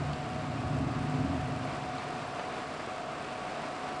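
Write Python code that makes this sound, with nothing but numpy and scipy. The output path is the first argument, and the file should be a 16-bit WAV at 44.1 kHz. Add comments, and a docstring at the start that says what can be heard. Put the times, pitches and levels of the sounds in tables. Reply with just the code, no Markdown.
"""Steady rain on a lawn and trees, heard from a window. Countless far drops blur into a wash,
drops on closer leaves patter through it, and a few nearer ones tick and tap.
A low, hollow rumble with a drone in it swells twice and dies away before the middle.
Behind it all, a camera's mechanism hums, rings its housing and adds a faint high whine."""
import sys
import numpy as np
from scipy import signal
from scipy.fft import rfft, irfft
from scipy.io import wavfile
from scipy.ndimage import uniform_filter1d

SR = 44100
rng = np.random.default_rng(int(sys.argv[2]) if len(sys.argv) > 2 else 0)


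def transcribe(signal):
    """Save signal, clipped to [-1, 1], as a 16-bit WAV file at the path in sys.argv[1]."""
    frames = np.atleast_2d(signal).T
    limited = np.clip(frames, -1, 1)
    pcm = np.round(limited * 32767).astype(np.int16)
    wavfile.write(sys.argv[1], SR, pcm)


N = 176400  # 4 seconds
CUTOFF_HZ = 10100

# The rain's slow swell. Each row: time in seconds, level change in dB.
RAIN_SWELL = [(0, -0.9), (1.3, -1), (2.2, 0), (2.7, 0), (3.1, -0.54), (3.55, 0.16), (4, -0.5)]
def rain():
    """The wash and the patter rise and fall gently together."""
    return (far_wash() + leaf_patter()) * level_curve(RAIN_SWELL)


# The tone of far rain. Each row: frequency in Hz, relative level in dB.
WASH_SPECTRUM = [(25, -12), (45, -18), (80, -10), (140, -3), (280, 4), (390, 0.5), (520, 1), (800, 1),
                 (1000, 0.5), (1300, 0), (1600, -4), (2000, -7.5), (2300, -7), (2750, -8.5), (2950, -11.5),
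                 (3900, -15), (4700, -16), (6200, -23.5), (7800, -27.5), (8600, -27.5), (10000, -37)]
def far_wash():
    """Countless far drops merge into one rushing noise that sways a little in level."""
    level_db = -40 + 0.62 * drift(per_s=5.7)
    return from_db(level_db) * coloured(rng.standard_normal(N), WASH_SPECTRUM)


# The tone of drops on leaves. Each row: frequency in Hz, relative level in dB.
LEAF_SPECTRUM = [(400, -4.5), (1200, 1), (2600, -8), (4600, -13), (7000, -14), (10000, -16)]
def leaf_patter(drops_per_s=1100, spread_db=4.5, level_db=-54):
    """Drops hit the leaves at random, each with a click: many soft, a few loud."""
    sizes = from_db(spread_db * np.minimum(rng.exponential(1, N), 3.3))
    signs = rng.choice([-1, 1], N)
    hits = rng.random(N) < drops_per_s / SR
    return from_db(level_db) * coloured(sizes * signs * hits, LEAF_SPECTRUM)


# Single drops nearby. 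Each row: start in seconds, level in dB, seconds to fade by 60 dB,
# pitch in Hz, spread to either side of that pitch in octaves.
SPLASHES = [(.1312, -39, 0.042, 4500, 0.091), (.1312, -40, 0.027, 2700, .4),
            (1.982, -33.5, .016, 3830, 0.15), (2.394, -41.5, .045, 2600, 0.48),
            (2.396, -33, 0.065, 625, 0.77), (2.874, -39, .055, 400, 0.31), (3.312, -45, 0.023, 3750, .12),
            (3.661, -46, 0.022, 5400, 0.12)]
def near_drops(attack_s=.001):
    """Each nearer drop bursts in a faintly pitched tick or a duller tap that dies at once."""
    out, t = np.zeros(N), np.arange(N) / SR
    for start, db, fade_s, hz, octaves in SPLASHES:
        edges_hz = [hz / 2 ** octaves, min(hz * 2 ** octaves, CUTOFF_HZ)]
        band = signal.butter(1, edges_hz, "band", fs=SR, output="sos")
        splash = signal.sosfilt(np.vstack([band, band]), rng.standard_normal(N))
        age = np.maximum(t - start, 0)
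        envelope = np.minimum(age / attack_s, 1) * np.exp(-np.log(1000) * age / fade_s)
        out += from_db(db) * envelope * rms_one(splash)
    return out


# Where the rumble rings. Each row: pitch in Hz, width in Hz, relative level in dB.
DEEP_RESONANCES = [(56, 18, -14), (81.6, 25, -4), (115.2, 23, -0.5), (140.3, 31.4, 1), (179.3, 81, -6.5)]
# How it swells. Each row: time in seconds, level in dB.
DEEP_SWELL = [(0, -39), (.13, -37.5), (.16, -46), (.3, -41.5), (.55, -39.5), (.62, -36.5), (.8, -33.5),
              (.95, -36.5), (1.11, -38), (1.18, -34), (1.34, -34.5), (1.45, -36.5), (1.68, -41.5),
              (1.92, -48.5), (2.5, -53), (4, -57)]
def deep_rumble():
    """A deep shaking swells twice and fades."""
    return shaking(DEEP_RESONANCES) * level_curve(DEEP_SWELL)


# The rumble's hollow upper part. Each row: pitch in Hz, width in Hz, relative level in dB.
HOLLOW_RESONANCES = [(214, 41, -9.5), (252.4, 22, 1.5), (271.9, 22, -1.5), (324.5, 61, -8.5),
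                     (428, 92, -15)]
# How it swells. Each row: time in seconds, level in dB.
HOLLOW_SWELL = [(0, -41), (.2, -47.5), (.5, -41), (.72, -40), (.83, -35), (.92, -40.5), (1.11, -38),
                (1.18, -34), (1.29, -34.5), (1.38, -35.5), (1.42, -46), (1.52, -40), (1.9, -48.5),
                (2.5, -59), (4, -56)]
def hollow_ring():
    """A hollow ring rises and falls just above the deep rumble."""
    return shaking(HOLLOW_RESONANCES) * level_curve(HOLLOW_SWELL)


# How loud the drone is. Each row: time in seconds, level in dB.
DRONE_SWELL = [(0, -35.5), (.13, -36.5), (.17, -44.5), (.55, -47.5), (.8, -44), (1.35, -42.5), (1.55, -48),
               (2, -51.5), (2.5, -59), (4, -60.5)]
def drone():
    """One low note sounds inside the rumble, loudest at the start."""
    return wavering_tone(hz=146.7) * level_curve(DRONE_SWELL)


# How loud the main hum is, with one brief dip. 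Each row: time in seconds, level in dB.
HUM_LOUDNESS = [(0, -47), (.7, -45), (.87, -56), (1, -43.5), (1.2, -47), (1.35, -46), (1.8, -45),
                (2.3, -47.5), (3.1, -47), (4, -44)]
# Where the housing rings. Each row: pitch in Hz, width in Hz, level in dB.
HOUSING_RESONANCES = [(430.2, 10.5, -57.5), (635, 65, -48), (700.4, 32, -50), (734, 25, -55),
                      (994, 6.6, -63.5), (1110, 6.9, -64), (1241, 28, -57.5)]
# The mechanism's higher tones. Each row: pitch in Hz, level in dB.
HIGH_TONES = [(1135.5, -55), (7582, -83), (7612, -76), (7642.5, -73.5)]
def camera_motor():
    """The mechanism hums and rings its housing; its highest tones make a thin, breathy whine."""
    hum = wavering_tone(hz=738.5) * level_curve(HUM_LOUDNESS)
    housing = resonances(HOUSING_RESONANCES)
    tones = sum(from_db(db) * wavering_tone(hz) for hz, db in HIGH_TONES)
    breath = from_db(-73) * resonant_noise(hz=7635, width_hz=170)
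    return hum + housing + tones + breath


def from_db(db):
    """Turn decibels into a number to multiply by."""
    return 10 ** (np.asarray(db) / 20)


def rms_one(x):
    """Scale a signal so its average strength (rms) is 1."""
    return x / np.sqrt(np.mean(x ** 2) + 1e-20)


def level_curve(rows):
    """Join rows of seconds and dB into a volume curve."""
    return from_db(np.interp(np.arange(N) / SR, *np.transpose(rows)))


def drift(per_s):
    """A slow random wobble, about 1 in size."""
    step, warm_up = 40, 2000  # one point every 40 samples; the first 2000 points are dropped
    r = np.exp(-2 * np.pi * per_s * step / SR)
    noise = rng.standard_normal(N // step + warm_up + 2)
    slow = signal.lfilter([1], [1, -2 * r, r * r], noise)[warm_up:]
    return np.interp(np.arange(N) / step, np.arange(len(slow)), rms_one(slow))


def coloured(x, spectrum):
    """Shape a signal's lows and highs; strength 1."""
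    hz, db = np.transpose(spectrum)
    bins_hz = np.maximum(np.arange(N // 2 + 1) * SR / N, 1)
    gains = from_db(np.interp(np.log(bins_hz), np.log(hz), db))
    return rms_one(irfft(rfft(x) * gains, N))


def resonant_noise(hz, width_hz):
    """Noise that rings around one pitch; strength 1."""
    r = np.exp(-np.pi * width_hz / SR)
    section = [1 - r, 0, r - 1, 1, -2 * r * np.cos(2 * np.pi * hz / SR), r * r]
    ringing = signal.sosfilt([section, section], rng.standard_normal(N + SR))
    return rms_one(ringing[SR:])  # skip the build-up


def resonances(rows):
    """Noise that rings at several pitches at once."""
    return sum(from_db(db) * resonant_noise(hz, width) for hz, width, db in rows)


def shaking(rows):
    """Ringing noise, evened out over 60 ms to a strength of 1."""
    body = resonances(rows)
    return body / np.sqrt(uniform_filter1d(body ** 2, size=2646) + 1e-12)


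def wavering_tone(hz, wander_hz=1.847, flutter_db=1.3, per_s=10.1):
    """A pure tone that wanders a little in pitch and level; strength 1."""
    phase = 2 * np.pi * np.cumsum(hz + wander_hz * drift(per_s)) / SR
    return rms_one(np.sin(phase) * from_db(flutter_db * drift(per_s)))


def scene():
    """Rain, rumble and hum add up in one channel."""
    return (rain() + near_drops() + deep_rumble() + hollow_ring() + drone() + camera_motor())[None]


def record(dry):
    """Cut the highest treble steeply."""
    return signal.sosfilt(signal.ellip(12, .1, 70, CUTOFF_HZ, fs=SR, output="sos"), dry)


dry = scene()
out = record(dry)
transcribe(out)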